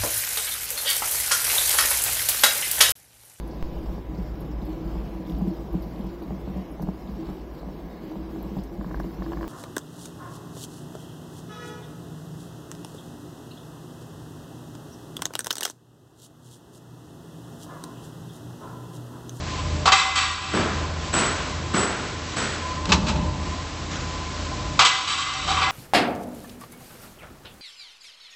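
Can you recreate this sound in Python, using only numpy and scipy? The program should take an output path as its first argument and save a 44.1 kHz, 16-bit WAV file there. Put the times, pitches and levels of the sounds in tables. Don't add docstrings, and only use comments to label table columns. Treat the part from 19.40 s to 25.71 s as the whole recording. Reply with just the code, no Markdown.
import sys
import numpy as np
from scipy import signal
from scipy.fft import rfft, irfft, next_fast_len
from scipy.io import wavfile
from scipy.ndimage import uniform_filter1d, map_coordinates

SR = 44100
rng = np.random.default_rng(int(sys.argv[2]) if len(sys.argv) > 2 else 0)


def rack_gain(trim_db):
    fader = np.asarray(trim_db, float)
    return 10 ** (fader / 20)


def transcribe(u):
    v = np.clip(np.atleast_2d(u).T, -1, 1)
    q = np.round(v * 32767).astype(np.int16)
    wavfile.write(sys.argv[1], SR, q)


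N = 278271

# [f/Hz, level/dB]
RUMBLE_SPECTRUM = [(15, -56), (25, -20.5), (85, -8), (160, -12), (204, -17), (306, -12), (395, -19),
                   (600, -21), (900, -19.5), (1170, -54), (1980, -120)]
# [f/Hz, level/dB]
HISS_SPECTRUM = [(290, -30), (500, -14), (957, -17.5), (1040, -5.5), (1260, -12), (2940, -14),
                 (3470, -14.5), (4140, -14), (7830, -20), (8400, -30), (10900, -60.5), (18500, -120)]
# [f/Hz, level/dB, width/Hz]
MOTOR_TONES = [(51.4, -4.5, 5), (81, 3.5, 1.77), (96.3, -14.5, 7.8), (132.4, -7, 2.7), (159, -5.5, 3.4),
               (210.5, -12, 9.1), (303.5, -12.5, 4), (599.3, -11, 6.3)]
# [f/Hz, level/dB]
GEAR_MESH = [(1012, -1), (1028, 0), (1044, -9)]
# [t/s, motor tones level/dB, gear whine level/dB]
DRIVE_LOAD = [(0, -32.5, -39), (.2, -35, -33.5), (.38, -27, -47), (.6, -35, -43), (1.101, -39, -44),
              (1.45, -34, -41), (1.7, -35, -42.5), (2.251, -30.5, -38.5), (2.399, -39, -45),
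              (2.749, -38, -38), (3.102, -35.5, -51), (3.301, -38.5, -37.5), (3.751, -23, -40.5),
              (4.301, -39.5, -41), (4.45, -34, -43), (4.9, -35.5, -36), (5.25, -29, -39), (5.6, -40, -45),
              (6.31, -37, -45)]
# [t/s, level/dB, rattle length/s, brightness/dB per octave, lowest ring level/dB]
STEEL_LANDINGS = [(0.456, -1, 0.036, -2.5, 8), (0.519, 5.5, 0.018, 2, 11), (5.391, 3, 0.043, 0.5, 10.5),
                  (5.448, 3.5, 0.025, 5, -12)]
# [t/s, level/dB, rattle length/s, brightness/dB per octave, lowest ring level/dB]
STEEL_JOSTLES = [(0.165, -25.5, 0.013, 3, -6), (0.55, 1, 0.047, 2, 0.5), (0.755, 1.5, .03, 3, -6),
                 (0.807, -4, 0.033, 1, -10), (5.49, -3, 0.02, 0, -12), (5.672, -4, 0.06, 3.5, 1),
                 (5.775, -5.5, 0.046, 3, -2), (5.855, -8.5, 0.052, 0.5, 2), (5.93, -10.5, 0.015, 3.5, 8),
                 (6.073, -8, 0.046, 1, 18), (6.165, -9, .02, -2, -17), (6.212, -7.5, 0.025, -2, -10.5),
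                 (6.263, -13.5, .04, -4, 6)]
# [f/Hz, width/Hz, level/dB]
STEEL_RINGS = [(771.6, 14.2, -4.5), (999.8, 12, -1.5), (1155.6, 20.4, 2.5), (1648, 17, -7),
               (1897, 4.1, -9.5), (2026, 20, -3.5), (2327, 70, -9), (2635, 53, -6), (2884, 22, -7),
               (3148, 57, -6.5), (3400, 15, -8), (3585, 62, -10.5), (3940, 45, -8), (4515, 49, -10),
               (5100, 53, -16.5), (5300, 16, -17.5), (5720, 36, -17.5), (5640, 110, -29), (7200, 12, -29.5),
               (6800, 42, -47.5), (7780, 82, -18)]
# [f/Hz, level/dB]
CLATTER_SPECTRUM = [(290, -59), (500, -17.5), (765, -24), (902, -8.5), (1140, 4.5), (1750, -10),
                    (3190, -10.5), (7730, -20), (8400, -16), (10900, -65.5), (18500, -120)]
# [f/Hz, level/dB]
SNAP_SPECTRUM = [(240, -39.5), (400, -7.5), (617, -11.5), (1080, 1), (1970, -12.5), (3860, -4), (8400, -16),
                 (10900, -49.5), (18500, -120)]
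# [t/s, level/dB, low thud level/dB, high ring level/dB,
# brightness/dB per octave]
PRESS_STROKES = [(1.139, -14.5, -5, -28.5, -0.5), (1.733, -14.5, -13, -15.5, 1.5),
                 (1.769, -17, -16.5, -16.5, 2), (2.339, -15.5, -6.5, -19, 1),
                 (2.369, -19.5, -5.5, -13.5, 0.5), (2.969, -18, -8, -18.5, 2.5), (4.51, -25.5, -6, -41, 5)]
# [f/Hz, level/dB]
PRESS_SPECTRUM = [(59, -39.5), (100, -1), (384, 0), (428, -3), (695, -4.5), (862, -5.5), (1370, -3.5),
                  (2190, -10.5), (7300, -23.5), (9490, -58.5), (16100, -120)]
# [f/Hz, width/Hz, level/dB]
PRESS_FRAME = [(134, 28, -12.5), (202, 37, 1.5), (260, 12, -11.5), (401, 49, -8)]
# [f/Hz, level/dB, width/Hz]
PRESS_TOOL = [(7790, -4, 90), (7880, 0, 70)]
# [t/s, level/dB, crack t60/s, boom level/dB]
SHEAR_CONTACTS = [(3.4564, -7.5, 0.02, -12), (3.49, -11.5, 0.17, -2.5), (3.5196, 3.5, 0.15, -34),
                  (3.5408, -7, 0.046, -19.5), (3.6665, -10, 0.16, -9), (3.684, -6, 0.17, -17.5),
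                  (3.7588, -16.5, 0.083, -11)]
# [f/Hz, width/Hz, level/dB]
SHEAR_DIE = [(1100, 290, -10), (1600, 120, 3), (2610, 300, 11.5), (4160, 330, 1.5), (4370, 230, -13.5),
             (7000, 840, -26.5)]
# [f/Hz, width/Hz, level/dB]
SHEAR_BED = [(55, 16, -11.5), (77, 19, -0.5), (146, 13, -10), (168, 27, -3.5), (207, 38, -6),
             (300, 88, -11), (616, 18, -13), (880, 80, -14)]
# [f/Hz, t60/s]
HALL_DECAY = [(100, 1.05), (1000, 1.37), (4000, 1.34), (8000, 1.23)]
# [f/Hz, level/dB]
MIC_RESPONSE = [(20, -25.5), (36, -1.5), (48, -1.5), (7950, -3.5), (8150, -7.5), (8400, -36.5),
                (8800, -57.5), (9300, -71), (12000, -75)]


def unit(x):
    return x / np.sqrt(np.mean(x ** 2) + 1e-20)


def along(points, hz):
    f, value = np.transpose(points)
    return np.interp(np.log(hz + 1), np.log(f + 1), value)


def wobble(rate):
    knots = rng.standard_normal(int(N * rate / SR) + 4)
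    return map_coordinates(knots, [np.arange(N) * rate / SR])


def filtered(x, response):
    m = next_fast_len(len(x) + SR // 4)
    hz = np.fft.rfftfreq(m, 1 / SR)
    return irfft(rfft(x, m) * response(hz), m)[:len(x)]


def coloured(spectrum, size):
    return unit(filtered(rng.standard_normal(size), lambda hz: rack_gain(along(spectrum, hz))))


def resonant(x, peaks, scatter_db):
    gains = rack_gain(rng.normal(0, scatter_db, len(peaks)))

    def response(f):
        total = 0
        for k, (centre, width, db) in enumerate(peaks):
            damping = 1j * f * width
            total = total + (-1) ** k * gains[k] * rack_gain(db) * damping / (centre ** 2 - f ** 2 + damping)
        return total

    return filtered(x, response)


def tones(rows, size, steady):
    t, total = np.arange(size) / SR, 0
    for hz, db, width in rows:
        drift = np.cumsum(rng.standard_normal(size)) * np.sqrt(width / SR)
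        sine = np.sqrt(2) * np.sin(2 * np.pi * hz * t + drift)
        smear = unit(resonant(rng.standard_normal(size), [(hz, width, 0)], 0))
        total = total + rack_gain(db) * (steady * sine + (1 - steady) * smear)
    return total


def add(track, s, sound):
    part = track[round(s * SR):][:len(sound)]
    part += sound[:len(part)]


def hall_answer():
    hz, t, z = signal.stft(rng.standard_normal(SR), SR, nperseg=256)
    decay = rack_gain(-60 * t / along(HALL_DECAY, hz)[:, None])
    x = signal.istft(z * decay, SR, nperseg=256)[1][:SR]
    return x / np.linalg.norm(x)


def gear_whine():
    t = np.arange(N) / SR - .197
    drift = np.cumsum(rng.standard_normal(N)) * np.sqrt(4 / SR)
    return sum(rack_gain(db + 5.3 * wobble(7)) * np.cos(2 * np.pi * hz * t + drift) for hz, db in GEAR_MESH)


def forming_line():
    s, *columns = np.transpose(DRIVE_LOAD)
    motor_db, whine_db = [np.interp(np.arange(N) / SR, s, column) for column in columns]
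    rumble_db = -33 + 0.2 * (motor_db - motor_db.mean()) + 0.4 * wobble(6)
    rumble = rack_gain(rumble_db) * coloured(RUMBLE_SPECTRUM, N)
    hiss = rack_gain(-34 + 1.1 * wobble(9)) * coloured(HISS_SPECTRUM, N)
    whine = rack_gain(whine_db) * gear_whine()
    motor = rack_gain(motor_db + 1.7 * wobble(7)) * tones(MOTOR_TONES, N, steady=0.68)
    return rumble + hiss + whine + motor


def steel_clanks():
    size = SR * 2 // 3
    out, t = np.zeros(N), np.arange(size) / SR
    hard, loose = (.0006, -2.2, 0.18), (0.002, -12.5, 0.29)
    meetings = [(*row, *hard) for row in STEEL_LANDINGS] + [(*row, *loose) for row in STEEL_JOSTLES]
    for s, db, hold, bright_db, low_db, rise, crack_db, t60 in meetings:
        tick_gain = rack_gain(1.8 * rng.standard_normal(size // 100 + 1)).repeat(100)[:size]
        ticks = rng.standard_normal(size) * tick_gain
        after_rattle = np.maximum(t - hold, 0)
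        fade = rack_gain(-60 * after_rattle / t60)
        onset = 1 - np.exp(-t / rise)
        blow = 1 + 2.0 * rack_gain(-60 * t / 0.015)

        (hz, width, level), *upper = STEEL_RINGS
        tuning = 1 + .008 * rng.standard_normal(len(upper))
        rings = [(hz, width, level + low_db)]
        rings += [(c * k, w, g) for k, (c, w, g) in zip(tuning, upper)]
        ring = resonant(ticks * fade * blow * onset, rings, scatter_db=2.5)
        ring /= np.sqrt(np.mean(ring[:SR // 20] ** 2))

        clatter = 1.045 * fade * coloured(CLATTER_SPECTRUM, size)
        sound = filtered(ring + clatter, lambda f: rack_gain(bright_db * np.log2((f + 50) / 2000)))
        crack = rack_gain(crack_db - 60 * after_rattle / .03) * coloured(SNAP_SPECTRUM, size)
        add(out, s, rack_gain(db - 14) * onset * (sound + crack))
    return out


def far_press():
    out, t = np.zeros(N), np.arange(SR) / SR
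    for s, db, thud_db, ring_db, bright_db in PRESS_STROKES:
        grit = rack_gain(2.8 * rng.standard_normal(SR // 150 + 1)).repeat(150)[:SR]
        swell = (1 - np.exp(-t / 0.01)) * grit ** np.exp(-t / 0.072)

        def colour(hz):
            return rack_gain(along(PRESS_SPECTRUM, hz) + bright_db * np.log2((hz + 50) / 1000))

        body = unit(filtered(hall_answer(), colour))
        thud = rack_gain(thud_db - 60 * t / 1.8) * unit(resonant(hall_answer(), PRESS_FRAME, scatter_db=4.5))
        ring = rack_gain(ring_db + 21.5 - 60 * t / 0.7) * tones(PRESS_TOOL, SR, steady=0.063)
        add(out, s - .008, rack_gain(db - 13.5) * swell * (body + thud + ring))
    return out


def shear():
    out, t = np.zeros(N), np.arange(SR) / SR
    for s, db, t60, boom_db in SHEAR_CONTACTS:
        fade = rack_gain(-60 * t / t60) * (1 - np.exp(-t / (.015 * t60)))
        die = unit(resonant(rng.standard_normal(SR), SHEAR_DIE, scatter_db=1.0))
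        crack = fade * (0.47 * die + coloured(SNAP_SPECTRUM, SR))
        push = rng.standard_normal(SR) * rack_gain(-60 * t / 1.25) * (1 - np.exp(-t / 0.014))
        boom = unit(resonant(push, SHEAR_BED, scatter_db=3.5))
        add(out, s - .001, rack_gain(db - 10) * (crack + rack_gain(boom_db - 2.0) * boom))
    return out


def gain_control(x):
    ceiling_db, hold_s, recover_db_per_s = -17.5, 0.43, 46
    bite = .15
    step = SR // 200
    step_s = step / SR
    power = np.abs(uniform_filter1d(x ** 2, size=6 * step, origin=3 * step - 1))[::step]
    gain_db, wait, track = 0, 0, []
    for level_db in 10 * np.log10(power + 1e-12):
        over = level_db + gain_db - ceiling_db
        if over > 0:
            gain_db, wait = gain_db - bite * over, hold_s
        else:
            gain_db = min(0, gain_db + recover_db_per_s * np.clip(step_s - wait, 0, step_s))
            wait -= step_s
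        track.append(gain_db)
    return x * rack_gain(np.interp(np.arange(N), np.arange(len(track)) * step, track))


def scene():
    line, steel, press, cut = forming_line(), steel_clanks(), far_press(), shear()
    to_hall = np.pad(rack_gain(-4) * steel + rack_gain(-13) * cut, (700, 0))
    echo = signal.fftconvolve(to_hall, hall_answer())[:N]
    return (steel + cut + echo + press + line)[None]


def low_pass(x):
    return signal.sosfilt(signal.butter(12, 9230, fs=SR, output="sos"), x)


def record(dry):
    heard = filtered(dry[0], lambda hz: rack_gain(along(MIC_RESPONSE, hz)))
    levelled = gain_control(heard)
    mix = levelled / (1 + np.abs(levelled / .95) ** 4) ** (1 / 4)
    return low_pass(mix[None])


dry = scene()
out = record(dry)
transcribe(out)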